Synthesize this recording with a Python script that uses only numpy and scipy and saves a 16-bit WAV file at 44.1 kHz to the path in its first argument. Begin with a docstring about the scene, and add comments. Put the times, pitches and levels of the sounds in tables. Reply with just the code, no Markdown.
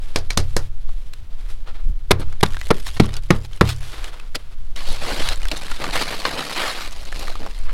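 """Four jabs of a plastic scraper chip a frozen, snow-covered windshield, as wind buffets the microphone.
A gloved hand then slaps it six times: brittle fracture of the crust gives a broadband crack, and the
impact excites the low modes of the glass, which booms. The hand ploughs the snow off in crunching
sweeps, each the sum of many tiny crystal fractures. Friction makes a jacket rustle; ice crumbs tick."""
import sys
import numpy as np
from scipy import signal
from scipy.fft import rfft, irfft, next_fast_len
from scipy.io import wavfile
from scipy.ndimage import uniform_filter1d, map_coordinates

SR = 44100
rng = np.random.default_rng(int(sys.argv[2]) if len(sys.argv) > 2 else 0)


def output_pcm(signal):
    """Save a mono or channel-first signal as 16-bit PCM at the path in sys.argv[1].

    Samples are clipped to [-1, 1] before scaling.
    """
    pcm = np.clip(np.atleast_2d(signal).T, -1, 1) * 32767
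    wavfile.write(sys.argv[1], SR, np.round(pcm).astype(np.int16))


N = 340893
TIME = np.arange(N) / SR
AGE = np.arange(SR * 3 // 4) / SR  # time since an impact [s]


def amp(db):
    """Amplitude ratio: tenfold for every 20 dB."""
    return 10 ** (np.asarray(db) / 20)


def unit(x):
    """Normalisation to rms 1."""
    return x / np.sqrt(np.mean(x ** 2) + 1e-20)


def curve(rows):
    """Linear interpolation of (time, value) points at every sample."""
    return np.interp(TIME, *np.transpose(rows))


def wobble(rate):
    """Random modulation: a spline through rate Gaussian knots a second."""
    return map_coordinates(rng.standard_normal(int(N * rate / SR) + 4), [TIME * rate])


def colour(x, spectrum, lo=1, hi=SR):
    """Spectral shaping by (frequency [Hz], level [dB]) points, band-passed from lo to hi, at rms 1."""
    size = next_fast_len(len(x) + 8192)
    hz = np.fft.rfftfreq(size, 1 / SR) + 1e-3
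    knots_hz, knots_db = np.transpose(spectrum)
    gain = amp(np.interp(np.log(hz), np.log(knots_hz), knots_db))
    band = 1 / np.sqrt((1 + (lo / hz) ** 10) * (1 + (hz / hi) ** 10))
    return unit(irfft(rfft(x, size) * band * gain, size)[:len(x)])


def noise(spectrum, lo=1, hi=SR, size=N):
    """Filtered Gaussian noise of rms 1."""
    return colour(rng.standard_normal(size), spectrum, lo, hi)


def fade(t60, hold=0):
    """Exponential decay of 60 dB every t60, after hold seconds at full strength."""
    return np.exp(-np.log(1000) * np.maximum(AGE - hold, 0) / t60)


def mode(hz, t60):
    """Free vibration of a damped oscillator: a decaying sine."""
    return np.sin(2 * np.pi * hz * AGE) * fade(t60)


def add(track, s, sound):
    """Superposition of a sound on the track at s seconds."""
    start = round(s * SR)
    track[start:start + len(sound)] += sound[:N - start]


def strokes(rows, attack, release):
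    """Incoherent strokes swell, hold, decay and add in power; one gain curve per level column."""
    power = np.zeros((len(rows[0]) - 2, N))
    for s, length, db, *relative_db in rows:
        swell = np.clip((TIME - s) / attack, 0, 1)
        decay = np.exp(-np.clip((TIME - s - length) / release, 0, 20))
        power += np.outer(amp(db + np.array([0, *relative_db])), swell * decay) ** 2
    return np.sqrt(power)


def grains(rate, spread_db, smooth):
    """Shot noise: rate log-normal impulses a second at equal mean power, over smooth rubbing noise."""
    sizes = amp(spread_db * np.clip(rng.standard_normal(N), -2, 2)) / np.sqrt(rate)
    cracks = (rng.random(N) < rate / SR) * rng.choice([-1, 1], N) * sizes
    return unit(cracks) + smooth * rng.standard_normal(N)


def clump_resonances(x, depth_db):
    """Each clump of grains has passing resonances: a random gain over time and frequency."""
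    spectra = signal.stft(x, nperseg=512)[2]
    field = rng.standard_normal(spectra.shape)
    for axis in (0, 1):
        field = uniform_filter1d(field, size=4, axis=axis)
    return signal.istft(spectra * amp(depth_db * unit(field)), nperseg=512)[1][:N]


def snap(hz, t60, size=2048):
    """Brittle fracture of one lump: a very short noise burst peaking at hz."""
    spectrum = [(hz / 10, -17), (hz / 3, -6), (hz, 0), (hz * 1.44, -6), (hz * 5, -20), (hz * 14, -38)]
    return fade(t60)[:size] * noise(spectrum, hi=11000, size=size)


def fracture(spectrum, levels, contact, rise, t60, tail_db, tail_t60, damping):
    """Crust shatters during contact; the panel rattles on, and damping takes its treble first."""
    edges_hz = [220, 700, 2000, 6000, 16000]  # four bands: knock, clack, crack, spray
    out = 0
    for db, lo, hi in zip(levels, edges_hz, edges_hz[1:]):
        life = (2000 / hi) ** damping
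        envelope = fade(t60 * life, hold=contact) + amp(tail_db) * fade(tail_t60 * life)
        out = out + amp(db) * envelope * noise(spectrum, lo, hi, size=len(AGE))
    return out * (1 - np.exp(-AGE / rise))


# ambient spectrum: (frequency [Hz], relative density [dB])
AIR_SPECTRUM = [(100, 3), (300, -10.5), (1000, -18), (4400, -29.5), (6500, -36), (10500, -41.5),
                (15800, -32)]
def hush():
    """Stationary ambient noise: the faint hush of the open air."""
    return amp(-50.5) * noise(AIR_SPECTRUM)


# wind strength: (time [s], level [dB])
WIND_LEVELS = [(0.0, -15), (1.55, -19.5), (2.3, -15), (4.05, -21), (5.3, -16), (6.1, -21.5), (6.5, -30),
               (7.0, -17.5), (7.55, -18), (7.7, -9.5)]
# gusts: (peak time [s], rise [dB], half width [s])
WIND_GUSTS = [(.01, -1, 0.026), (1.867, 10, 0.066), (4.332, 4.5, .07), (5.455, 10, 0.017)]
# spectra of slow eddies and of flutter: (frequency [Hz], relative density [dB])
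EDDY_SPECTRUM = [(2, -12), (7, 7), (14, -4), (28, -6.5), (50, -30.5), (200, -100)]
FLUTTER_SPECTRUM = [(15, 5.5), (32, -40), (50, -7), (75, -13.5), (300, -49.5), (900, -76)]
def wind():
    """Turbulent pressure on the microphone: one wind strength drives eddies and wider-swinging flutter."""
    strength_db = curve(WIND_LEVELS)
    mean_db = strength_db.mean()
    gusts_db = sum(db * np.exp(-((TIME - s) / half) ** 2) for s, db, half in WIND_GUSTS)
    swing_db = strength_db - mean_db + gusts_db
    eddies = amp(swing_db - 1 + 2 * wobble(7.3)) * noise(EDDY_SPECTRUM)
    flutter = amp(1.3 * swing_db - 13.5 + 4.5 * wobble(18)) * noise(FLUTTER_SPECTRUM)
    ceiling = 0.7
    return ceiling * np.tanh(amp(mean_db) * (eddies + flutter) / ceiling)


# rubbed cloth: (frequency [Hz], relative density [dB])
CLOTH_SPECTRUM = [(150, -32.5), (250, 2.5), (903, 0), (1320, 1), (2790, -8.5), (3150, -6.5), (6300, -13),
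                  (11000, -15), (15800, -29.5)]
def rubbing(texture, rub, hiss):
    """Friction noise of cloth: one texture excites a dull rub and a dry hiss."""
    low_band = colour(texture, CLOTH_SPECTRUM, lo=297, hi=4500)
    high_band = colour(texture, CLOTH_SPECTRUM, lo=2410)
    return rub * low_band + hiss * high_band


# arm swings: (start [s], duration [s], rub level [dB], hiss re rub [dB])
SLEEVE_SWISHES = [(0.0, 0.25, -53, -2), (.42, .22, -57, 2), (.94, .15, -63, 3), (1.3, 0.22, -57.5, -9),
                  (1.475, 0.056, -52, 2), (1.655, 0.023, -39, -16.5), (1.73, 0.07, -50.5, -24),
                  (3.8, .11, -46.5, 1.5), (3.92, 0.17, -41.5, -6), (4.1, 0.14, -48.5, -11),
                  (4.38, 0.16, -55.5, -7)]
def jacket():
    """Sliding friction: the sleeve swishes as the arm swings and never quite rests."""
    swishes = strokes(SLEEVE_SWISHES, attack=0.022, release=0.028)
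    rub, hiss = np.hypot(swishes, amp(-61 + wobble(6.08)))
    cloth = grains(rate=5000, spread_db=5.5, smooth=0.65) * amp(2.3 * wobble(45) + 0.62 * wobble(220))
    return rubbing(cloth, rub, hiss)


def crumbs(hiss):
    """Random impacts: from the first slap on, loose crumbs tick and ring, louder with harder rubbing."""
    per_s, low_hz, high_hz, spread_db = 50, 1600, 11000, 15
    out = np.zeros(N)
    start = GLOVE_SLAPS[0][0]
    span = TIME[-1] - start
    strength = np.minimum(hiss * amp(4.5), amp(-38))
    for when, force, pitch in rng.random((int(per_s * span), 3)):
        s = start + when * span
        octaves = pitch * np.log2(high_hz / low_hz)
        hz = low_hz * 2 ** octaves
        tick = snap(hz, t60=0.017)
        tick += amp(-3) * mode(hz, t60=0.016)[:len(tick)]
        db = spread_db * force ** 2 - 3 * octaves  # small, high crumbs are fainter
        add(out, s, strength[int(s * SR)] * amp(db) * tick)
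    return out


# glove rubs between slaps: (start [s], duration [s], rub level [dB], hiss re rub [dB])
ICE_RUBS = [(2.23, 0.13, -53, -7.5), (2.44, 0.25, -50.5, 3.5), (2.52, 0.05, -55.5, 0),
            (2.73, 0.33, -52.5, 7), (3.01, 0.17, -40.5, -7.5), (3.22, 0.24, -54, 2), (3.51, .07, -50, -1),
            (3.615, .12, -43, -1), (3.73, 0.098, -56, 6.5)]
def grating(rub, hiss):
    """Friction on a rough surface: the glove grates over sparse, coarse grains of ice."""
    ice = grains(rate=600, spread_db=2, smooth=0.4) * amp(2 * wobble(45) + 4.1 * wobble(220))
    return rubbing(clump_resonances(ice, depth_db=3), rub, hiss)


# crushed snow and crust: (frequency [Hz], relative density [dB])
SNOW_SPECTRUM = [(88, 1), (150, -1.5), (179, -4.5), (340, -2), (397, -7), (455, -2.5), (622, -4),
                 (993, -2.5), (1160, -1), (1470, -2.5), (3520, -3.5), (4200, -0.5), (5960, -11),
                 (10900, -15.5), (15800, -28.5)]
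# slips on the handle or crust: (peak time [s], level [dB], half width [s], tilt [dB/octave])
GLOVE_SKIDS = [(1.137, -36, 0.0034, 2), (2.575, -47, 0.029, -9), (2.971, -29, 0.0089, -2.5),
               (2.214, -29, 0.02, -3.5), (2.41, -31.5, 0.0031, 0), (2.877, -28.5, 0.015, 2),
               (3.453, -35.5, 0.0062, -0.5), (3.693, -27, 0.032, 0.5), (4.351, -24, 0.0038, -1)]
def skids():
    """Frictional slip: the glove grinds icy grains in a short swell."""
    out = np.zeros(N)
    grit = grains(rate=2500, spread_db=6.5, smooth=0.37) * amp(1.8 * wobble(250))
    grit = clump_resonances(grit, depth_db=3)
    for s, db, half, tilt in GLOVE_SKIDS:
        spectrum = [(hz, level + tilt * np.log2(hz)) for hz, level in SNOW_SPECTRUM]
        out += amp(db) * np.exp(-((TIME - s) / half) ** 2) * colour(grit, spectrum, lo=75)
    return out


# light sliding in snow: (time [s], crunch level [dB])
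SNOW_SLIDE = [(4.76, -42.5), (5.3, -45), (5.4, -47), (5.58, -42.5), (6.5, -36.5), (6.97, -46.5),
              (7.27, -47), (7.6, -52)]
# firm pushes: (start [s], duration [s], crunch level [dB], drag re crunch [dB], hiss re crunch [dB])
SNOW_PUSHES = [(4.855, 0.087, -45.5, 5.5, 9), (5.01, 0.2, -33.5, 0, -1), (5.2, 0.13, -32.5, -8, 0),
               (5.51, 0.027, -40.5, 9, -2), (5.785, 0.12, -36.5, 2.5, -7.5), (5.92, 0.055, -26.5, -6, -1.5),
               (5.985, 0.042, -27, -2, 0), (6.04, 0.11, -34.5, -2.5, -4.5), (6.25, 0.093, -34.5, 0.5, -9),
               (6.345, 0.071, -31.5, 2.5, -6), (6.552, 0.16, -27.5, -12.5, -6), (6.72, 0.14, -36, -11, -2),
               (7.125, 0.18, -47.5, 5.5, 6), (7.39, 0.089, -48, 9, -60), (7.655, 0.057, -39.5, -6.5, -18)]
def sweep_gains():
    """Power addition of sliding and pushing gives the glove's gains of crunch, drag and hiss."""
    landing_s = 4.757
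    sliding = amp(curve(SNOW_SLIDE)) * np.clip((TIME - landing_s) / 0.0027, 0, 1)
    light = np.outer(amp([0, -3, 1.5]), sliding)  # light sliding favours hiss
    return np.hypot(light, strokes(SNOW_PUSHES, attack=0.018, release=0.013))


def snow_sweeps(crunch, drag, hiss):
    """Granular compaction: the firmer the push, the more crystals break, in uneven clumps."""
    skimming = TIME < 5.35  # the first stroke only skims soft powder
    firm_per_s, firm_db = 8000, -32
    fewest_per_s = np.where(skimming, 4000, 1400)
    rate = np.clip(firm_per_s * (crunch / amp(firm_db)) ** 2, fewest_per_s, 12000)
    clumps_db = np.where(skimming, 0.84, 1.67) * (0.79 * wobble(70) + 1.97 * wobble(260))
    clumps = amp(np.minimum(clumps_db, 3))  # a clump gives way before it gets any louder
    smooth = np.where(skimming, 0.9, 0.6)
    crystals = grains(rate, spread_db=4, smooth=smooth) / np.hypot(1, smooth)
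    packed = clump_resonances(crystals * clumps, depth_db=2.4)
    return (drag * colour(packed, SNOW_SPECTRUM, lo=120, hi=666)
            + crunch * colour(packed * amp(1.04 * wobble(120)), SNOW_SPECTRUM, lo=670, hi=2590)
            + hiss * colour(packed, SNOW_SPECTRUM, lo=3000))


# windshield modes: (frequency [Hz], relative level [dB], T60 [s])
GLASS_MODES = [(53.1, -21.5, 0.91), (88.8, -10.5, 0.51), (124.3, -14.5, 0.64), (148.5, -1.5, 0.095),
               (177.3, 3, 0.072), (210.6, -11, 0.19), (337.5, -6, 0.061)]
def glass(thud_db, boom_db):
    """Plate vibration: the pane booms at fixed low modes; its higher thud shifts with the spot struck."""
    out = 0
    for hz, db, t60 in GLASS_MODES:
        if hz < 140:
            db += boom_db
        else:
            db += thud_db
            hz *= 1 + 0.04 * rng.normal()
        out = out + amp(db + rng.normal()) * mode(hz, t60)
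    return out


# slabs: (time [s], relative crack level [dB], then re crack: knock [dB], clack [dB], spray [dB],
# split [dB])
CRUST_SLABS = [(4.3545, -13.5, -8.5, -16, -6.5, -17), (5.5144, -13, -5, -11, -12, -8),
               (6.2517, -11, -8, 0.5, -21, 3)]
# lumps: (time [s], relative level [dB], frequency [Hz])
CRUST_LUMPS = [(0.8915, -29, 1110), (2.327, -30.5, 2200), (2.463, -20, 3580), (2.545, -20, 1790),
               (2.569, -18, 1610), (2.66, -26.5, 4000), (2.614, -15, 2000), (3.044, -16.5, 1150),
               (3.14, -18, 5100), (3.167, -16, 4580), (4.043, -16, 2930), (4.1986, -23.5, 2570),
               (4.7623, -17, 3930), (5.288, -5.5, 4030), (5.418, -23, 2460), (5.4315, -18.5, 2910),
               (5.4543, -14, 1530), (5.485, -16, 3400), (5.5684, -17.5, 3680), (5.7165, -12, 1400),
               (5.8419, -6, 1200), (6.2639, -12.5, 1070), (6.2918, -13.5, 1870), (6.5614, -10.5, 1560),
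               (7.126, -17, 1740), (7.2812, -16.5, 1190), (7.3552, -19, 1210), (7.4643, -21.5, 1110)]
def breaking_crust():
    """Brittle fracture: slabs split and crunch with a faint thud; small lumps click, burst and ring."""
    out = np.zeros(N)
    for s, db, knock_db, clack_db, spray_db, split_db in CRUST_SLABS:
        crunch = fracture(SNOW_SPECTRUM, [knock_db, clack_db, 0, spray_db], contact=0.0018,
                          rise=0.00028, t60=0.05, tail_db=3, tail_t60=0.048, damping=0.26)
        add(out, s, amp(db - 12.5) * (crunch + glass(thud_db=-21.5, boom_db=-6.5)))
        add(out, s, amp(db + split_db) * snap(hz=2500, t60=0.0012))
    for s, db, hz in CRUST_LUMPS:
        burst = snap(hz, t60=0.015)
        click = amp(5) * snap(hz, t60=0.0025)
        squeak = amp(-2) * mode(hz, t60=0.033)
        for part in (burst, click, squeak):
            add(out, s, amp(db - 8) * part)
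    return out


# blade modes: (frequency [Hz], relative level [dB], T60 [s])
BLADE_MODES = [(1860, 0.5, 0.051), (2320, 14.5, 0.046), (4130, 12, 0.051), (5600, -13, .06),
               (7360, -24, .06)]
# chipped ice: (frequency [Hz], relative density [dB])
JAB_SPECTRUM = [(150, -23), (250, -3.5), (781, -6), (2090, -7.5), (2850, -12.5), (4870, -5), (8040, -20.5),
                (11200, -21.5), (15500, -41.5)]
# jabs: (time [s], relative crack level [dB], then re crack: thud [dB], knock [dB], clack [dB],
# spray [dB]; blade ring gain [dB])
SCRAPER_JABS = [(0.1593, -8, -15.5, -0.5, -6, -5.5, -41), (0.3040, -13, -25, -14.5, -6, -6, -40),
                (0.3739, -6, -7.5, -2, -5, -1.5, -41), (0.5652, -15, -7, 4, 2.5, 4, -37)]
def scraper():
    """Hard impact: the blade chips the ice, excites its own modes and the pane's, and rebounds once."""
    rebound_s, rebound_db = 0.028, -19
    out = np.zeros(N)
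    for s, db, thud_db, knock_db, clack_db, spray_db, ring_db in SCRAPER_JABS:
        chip = fracture(JAB_SPECTRUM, [knock_db, clack_db, 0, spray_db], contact=0.0028,
                        rise=0.0003, t60=0.009, tail_db=-7.5, tail_t60=0.16, damping=0.2)
        blade = sum(amp(level + 6.5 * rng.normal()) * mode(hz, t60) for hz, level, t60 in BLADE_MODES)
        pane = glass(thud_db + 4.5, boom_db=thud_db + 16)
        add(out, s, amp(db - 9.5) * (chip + pane) + amp(ring_db) * blade)
        add(out, s + rebound_s, amp(db + rebound_db) * snap(hz=6000, t60=0.011))
    return out


# slapped crust: (frequency [Hz], relative density [dB])
SLAP_SPECTRUM = [(150, -15), (250, -5), (405, -1.5), (692, -12.5), (1140, -8.5), (1590, -14.5), (2200, -14),
                 (3060, -21.5), (3510, -17.5), (7250, -29), (10400, -25.5), (15500, -42.5)]
# slaps, the first with a soft rebound: (time [s], relative crack level [dB], then re crack: thud [dB],
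# knock [dB], clack [dB], spray [dB]; contact time [s], boom re thud [dB])
GLOVE_SLAPS = [(2.108, -3.5, -16, 3.5, 2, -8, 0.01, 7.5), (2.196, -39.5, 1, 17.5, -2, 2, 0.015, -15),
               (2.4291, -4.5, -11.5, -2, 3, -8.5, 0.0079, -5.5),
               (2.7044, -10.5, -8.5, 9, 6, -12, 0.0093, -9.5), (2.9982, -5, -2, 7, -3.5, -14, 0.0059, -5.5),
               (3.3047, -2, -9, 3, 3.5, -14.5, 0.003, -3), (3.6101, -5, -6, 6.5, 6, -11, 0.0034, 2.5)]
def slaps():
    """Cushioned impact: the padded palm crushes the crust, then drives the modes of the whole pane."""
    out = np.zeros(N)
    for s, db, thud_db, knock_db, clack_db, spray_db, contact, boom_db in GLOVE_SLAPS:
        crush = fracture(SLAP_SPECTRUM, [knock_db, clack_db, 0, spray_db], contact,
                         rise=0.00075, t60=0.018, tail_db=-15.5, tail_t60=0.18, damping=0.34)
        add(out, s, amp(db - 8.5) * crush)
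        add(out, s + 0.00158, amp(db + 6.5) * glass(thud_db, thud_db + boom_db))
    return out


def scene():
    """Free-field superposition: every source reaches one microphone directly."""
    crunch, drag, snow_hiss = sweep_gains()
    rub, ice_hiss = strokes(ICE_RUBS, attack=0.004, release=0.013)
    blows = scraper() + slaps() + breaking_crust()
    friction = skids() + snow_sweeps(crunch, drag, snow_hiss) + grating(rub, ice_hiss) + jacket()
    return (blows + friction + wind() + hush() + crumbs(snow_hiss + ice_hiss))[None]


def record(dry):
    """Saturation rounds off the hardest slaps; a band limit then removes the highest treble."""
    ceiling, top_hz = 0.95, 16000
    clipped = dry / (1 + np.abs(dry / ceiling) ** 5) ** (1 / 5)
    size = next_fast_len(N + SR // 2)
    passband = np.fft.rfftfreq(size, 1 / SR) < top_hz
    return irfft(rfft(clipped, size) * passband, size)[..., :N]


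dry = scene()
out = record(dry)
output_pcm(out)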